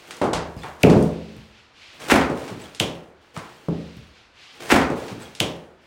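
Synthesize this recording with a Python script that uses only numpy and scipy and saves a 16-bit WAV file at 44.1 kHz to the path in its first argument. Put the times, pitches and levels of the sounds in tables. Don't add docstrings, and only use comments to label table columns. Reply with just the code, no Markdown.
import sys
import numpy as np
from scipy import signal
from scipy.fft import rfft, irfft
from scipy.io import wavfile

SR = 44100
rng = np.random.default_rng(int(sys.argv[2]) if len(sys.argv) > 2 else 0)


def master_out(mix):
    frames = np.transpose(np.atleast_2d(mix))
    ceiling = np.clip(frames, -1, 1)
    pcm = np.round(ceiling * 32767).astype(np.int16)
    wavfile.write(sys.argv[1], SR, pcm)


N = 258600
SIZE = 49152
T, HZ = np.arange(SIZE) / SR, np.fft.rfftfreq(SIZE, 1 / SR)
TWICE_FROM_S, TWICE_TO_S, DELAY_S = 1.03, 3.26, 2.6026

# start in seconds, level in dB, ring pitch in Hz, ring width in Hz,
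# snap gain in dB, lag of the 1 kHz bending wave in seconds, room gain in dB.
CRACK_EVENTS = [(0.8287, 11, 2500, 520, -16.5, 0.0099, -7.5), (2.1118, 8.5, 1900, 1400, -15, .008, -10),
                (2.7980, 9, 3030, 900, -14, 0.0046, -4)]


def amp(db):
    return 10 ** (np.asarray(db) / 20)


def unit(x):
    return x / (np.linalg.norm(x) + 1e-12)


def read(points, hz):
    table_hz, value = np.transpose(points)
    return np.interp(np.log(hz + 1), np.log(table_hz + 1), value)


def below(hz, edge_hz):
    return 1 / np.hypot(1, (hz / (edge_hz + 1e-9)) ** 2)


def pulse(gain):
    log_gain = np.log(np.maximum(gain, 1e-5))
    circle = np.concatenate([log_gain, log_gain[-2:0:-1]])
    spectrum = np.exp(np.conj(signal.hilbert(circle)))
    return unit(irfft(spectrum[:len(HZ)]))


def coloured(x, spectrum):
    gain = amp(read(spectrum, np.fft.rfftfreq(N, 1 / SR)))
    return np.sqrt(N) * unit(irfft(rfft(x) * gain, N))


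def room(build_s=0.0026):
    # frequency in Hz, T60 in seconds.
    decay_times = [(60, 0.72), (160, 0.43), (430, 0.74), (800, 0.62), (1400, 0.57), (2800, 0.37),
                   (5500, 0.35), (9000, 0.23), (15000, 0.2)]
    build = 1 - np.exp(-(T / build_s) ** 2)
    taps = rng.choice([-1., 1.], SIZE) * (rng.random(SIZE) < .2) * build
    hz, t, bands = signal.stft(taps, SR, nperseg=256)
    decay = amp(-60 * t / read(decay_times, hz)[:, None])
    return unit(signal.istft(bands * decay, SR)[1])


def strike(click, length_s, room_db, even_s=0.0004):
    u = T / max(length_s, 1e-4)
    swarm = unit(rng.standard_normal(SIZE) * u * np.exp(-2 * u))
    touches = unit((T == 0) + length_s / even_s * swarm)
    echoes = room() * (1 - np.exp(-u))
    return signal.fftconvolve(click, touches + amp(room_db) * echoes)[:SIZE]


def ringing(click, modes):
    hum = np.zeros(SIZE)
    for hz, db, t60_s in modes:
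        hum += amp(db - 60 * T / t60_s) * np.cos(2 * np.pi * hz * T)
    return unit(signal.fftconvolve(hum, click)[:SIZE])


def add(mix, s, sound):
    starts = [s, s + DELAY_S] if TWICE_FROM_S < s < TWICE_TO_S else [s]
    for start in starts:
        part = mix[max(round(start * SR), 0):][:len(sound)]
        part += sound[:len(part)]


def strokes(table, rise_s, sag_db_per_s, release_db_per_s):
    power = np.zeros(N)
    for start, length_s, db in table:
        rise = np.minimum(T / rise_s, 1) if start > 0 else 1
        fade_db = sag_db_per_s * T + release_db_per_s * np.maximum(T - length_s, 0)
        add(power, start, (rise * amp(db - fade_db)) ** 2)
    return np.sqrt(power)


def scrape(grains_per_s=3000, spread_db=4.0, rub=0.5, room_db=-5):
    # start in seconds, length in seconds, level in dB.
    drags = [(0.0, .8, -50.5), (0.055, .17, -47.5), (0.555, .14, -48), (0.79, .03, -43), (0.95, .09, -41),
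             (1.1, .38, -58), (1.92, .07, -53), (1.99, .08, -37.5), (2.076, .035, -25.5), (2.2, .56, -52),
             (2.345, .15, -42), (2.58, .06, -43), (3.2, .14, -64), (3.335, .04, -43.5), (3.4, .27, -52.5)]
    # frequency in Hz, density in dB per Hz.
    grit_spectrum = [(40, -13.5), (150, 4), (450, 6), (1000, -1), (2500, -2.5), (5000, -10), (9000, -13),
                     (12000, -23), (16000, -17.5)]
    dragged = strokes(drags, rise_s=.024, sag_db_per_s=8, release_db_per_s=140)
    spills = [(s, 0, -39) for s, *_ in CRACK_EVENTS]
    spilled = strokes(spills, rise_s=.024, sag_db_per_s=0, release_db_per_s=88)
    loudness = amp(spread_db * np.minimum(rng.exponential(1, N), 3.5))
    grains = loudness * (rng.random(N) < grains_per_s / SR)
    texture = coloured((grains + rub) * rng.standard_normal(N), grit_spectrum)
    crunch = texture * np.hypot(dragged, spilled)
    return crunch + amp(room_db) * signal.fftconvolve(crunch, room())[:N]


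def air():
    # start in seconds, length in seconds, level in dB.
    slides = [(0.0, .05, -53.5), (1.035, .38, -49.5), (1.47, .12, -52.5), (1.72, .22, -46), (2.3, .42, -51),
              (3.13, .3, -60), (3.38, .16, -54)]
    # frequency in Hz, density in dB per Hz.
    swish_spectrum = [(100, -5), (500, -13), (1300, -2.5), (2600, 5.5), (4500, 0), (6500, -9.5),
                      (10000, -23), (16000, -39)]
    hush_spectrum = [(25, -2), (90, -1.5), (200, -9), (330, -5), (600, -6.5), (1500, -6.5), (5000, -27),
                     (16000, -62.5)]
    sliding = strokes(slides, rise_s=.11, sag_db_per_s=10, release_db_per_s=52)
    swish = coloured(rng.standard_normal(N), swish_spectrum) * sliding
    hush = amp(-57.5) * coloured(rng.standard_normal(N), hush_spectrum)
    return swish + hush


def knock(db, low_hz, high_hz, tick_db=-23):
    # frequency in Hz, density in dB per Hz.
    wood_spectrum = [(100, 11), (400, 0), (1000, -4.5), (1800, -11.5), (3000, -12), (6000, -15.5),
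                     (9000, -15.5), (15000, -34)]
    hardness = below(HZ, high_hz) + amp(tick_db)
    click = pulse(amp(read(wood_spectrum, HZ)) * below(low_hz, HZ) * hardness)
    contact_s = .0046 * np.sqrt(500 / low_hz)
    room_db = 3.6 - .0009 * low_hz
    return amp(db) * strike(click, contact_s, room_db)


def thud(db, high_hz, ring_db, tick_db=-40, room_db=-2):
    # frequency in Hz, density in dB per Hz.
    floor_spectrum = [(25, -49), (55, -8.5), (100, -2.5), (160, 4), (320, 1), (600, -2), (1200, -8),
                      (2500, -11.5), (6000, -13), (15000, -17)]
    # frequency in Hz, level in dB, T60 in seconds.
    floor_modes = [(51, -15.5, .5), (76.7, -9, 0.94), (108.8, -12.5, 0.39), (139.9, -1.5, 0.48),
                   (166.8, 6, 0.59), (216.9, -6.5, 0.93), (225, -12, 0.37), (278.5, -1, 0.55),
                   (307, -1, 0.45), (376, -18, 0.311), (425, -1.5, 0.45)]
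    softness = below(HZ, high_hz) + amp(tick_db)
    push = strike(pulse(amp(read(floor_spectrum, HZ)) * softness), length_s=0.0024, room_db=room_db)
    hum = ringing(pulse(softness * below(HZ, 2000)), floor_modes)
    return amp(db) * (push + amp(ring_db) * hum)


def squeak(db, hz, length_s, width=0.03):
    whistle = pulse(below(HZ - hz, width * hz))
    return amp(db) * strike(whistle, length_s, room_db=-8.5)


def crack(db, ring_hz, width_hz, snap_db, lag_s, room_db, snap_hz=7000, slowest_hz=450):
    ring = below(2 * (HZ - ring_hz), width_hz)
    snap = amp(snap_db) * below(1600, HZ)
    click = pulse((ring + snap) * below(HZ, snap_hz))
    delay_s = lag_s * np.sqrt(1e3 / np.maximum(HZ, slowest_hz))
    phase = 2 * np.pi * np.cumsum(delay_s) * HZ[1]
    chirp = irfft(rfft(click) * np.exp(-1j * phase))
    echoes = signal.fftconvolve(chirp, room())[:SIZE]
    return amp(db) * (chirp + amp(room_db) * echoes)


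def tumble(count=7):
    u = np.linspace(0, 1, count) ** 1.52
    start_s = 0.837 + 0.172 * u
    db = 17 - 10.5 * u ** 3
    high_hz = 570 + (440 - 570) * u
    ring_db = -4.5 + (4 + 4.5) * u
    return list(zip(start_s, db, high_hz, ring_db))


def slap(db, low_hz, length_s, room_db, ring_db=-4):
    # frequency in Hz, density in dB per Hz.
    sheet_spectrum = [(30, 15), (130, 0.5), (240, 7), (380, 1), (700, -4), (1400, -8), (2400, -9.5),
                      (4200, -22.5), (8000, -26), (12000, -34.5), (16000, -39)]
    # frequency in Hz, level in dB, T60 in seconds.
    sheet_modes = [(229, 7, 0.49), (272, 5.5, 0.76), (374.6, -2, .4), (445, -2.5, 1), (533, -6, .5),
                   (698, -0.5, 0.44), (1038, -15, 0.59), (1252, -21, 0.99), (1300, -11, .4),
                   (1524, -10.5, 0.38), (1823, -12, 0.69), (2060, -10, .35)]
    low_cut = below(low_hz, HZ)
    click = pulse(amp(read(sheet_spectrum, HZ)) * low_cut)
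    flex = ringing(pulse(low_cut * below(HZ, 2500)), sheet_modes)
    return amp(db) * (strike(click, length_s, room_db) + amp(ring_db) * flex)


def scene():
    # start in seconds, level in dB, lowest and highest pitch in Hz.
    knocks = [ (0.108, -11.5, 1700, 8000), (0.168, -21, 5000, 12000), (0.2143, 8.5, 330, 1200),
              (0.238, 5, 223, 440), (0.332, 3, 470, 7000), (0.633, -6, 850, 1500), (0.897, -1.5, 500, 6100),
              (1.026, -16.5, 7000, 15000), (2.0, -18, 500, 6000), (2.211, 0.5, 700, 2400),
              (2.296, 2, 260, 460), (2.478, -12.5, 700, 4500), (2.511, -5.5, 168, 330),
              (2.748, -15.5, 2600, 7000), (2.7965, -11, 2500, 8000), (2.802, -3.5, 5400, 8000),
              (2.803, 2, 340, 680), (3.364, -8, 1160, 1700), (3.375, -18.5, 4500, 8000)]
    # start in seconds, level in dB, highest pitch in Hz, ringing of floor and wall in dB.
    thuds = [(0.344, -5, 73.5, 9), (0.565, -5.5, 88, -4), (1.365, -11, 55, -6), (2.132, -0.5, 60.5, 7),
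             (2.808, -0.5, 190, 2.5), (3.372, -10.5, 230, -4), (3.685, 5.5, 480, 6.3)]
    # start in seconds, level in dB, pitch in Hz, length in seconds.
    squeaks = [(0.57, -23, 4960, 0.027), (0.612, -18.5, 3440, .025), (2.613, -22, 8000, 0.0098),
               (2.645, -18, 3280, .012)]
    # start in seconds, level in dB,
    # lowest pitch in Hz, contact time in seconds, room gain in dB.
    slaps = [(2.100, 14, 1100, 0.021, -16), (2.119, 15.5, 150, 0.0032, -1), (2.138, 9, 120, .004, -1),
             (2.155, 13, 200, 0.0092, 0)]
    mix = air() + scrape()
    sources = [(knock, knocks), (thud, thuds + tumble()), (squeak, squeaks),
               (crack, CRACK_EVENTS), (slap, slaps)]
    for source, table in sources:
        for s, *blow in table:
            add(mix, s, source(*blow))
    return mix[None]


def record(dry, low_cut_hz=42, ceiling=.72, edge_hz=15950):
    low_cut = signal.butter(2, low_cut_hz, "highpass", fs=SR, output="sos")
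    thinned = signal.sosfilt(low_cut, dry)
    rounded = thinned / (1 + (thinned / ceiling) ** 6) ** (1 / 6)
    band_limit = signal.firwin(511, edge_hz, window=("kaiser", 9), fs=SR)
    return signal.oaconvolve(rounded, band_limit[None], "same")


dry = scene()
out = record(dry)
master_out(out)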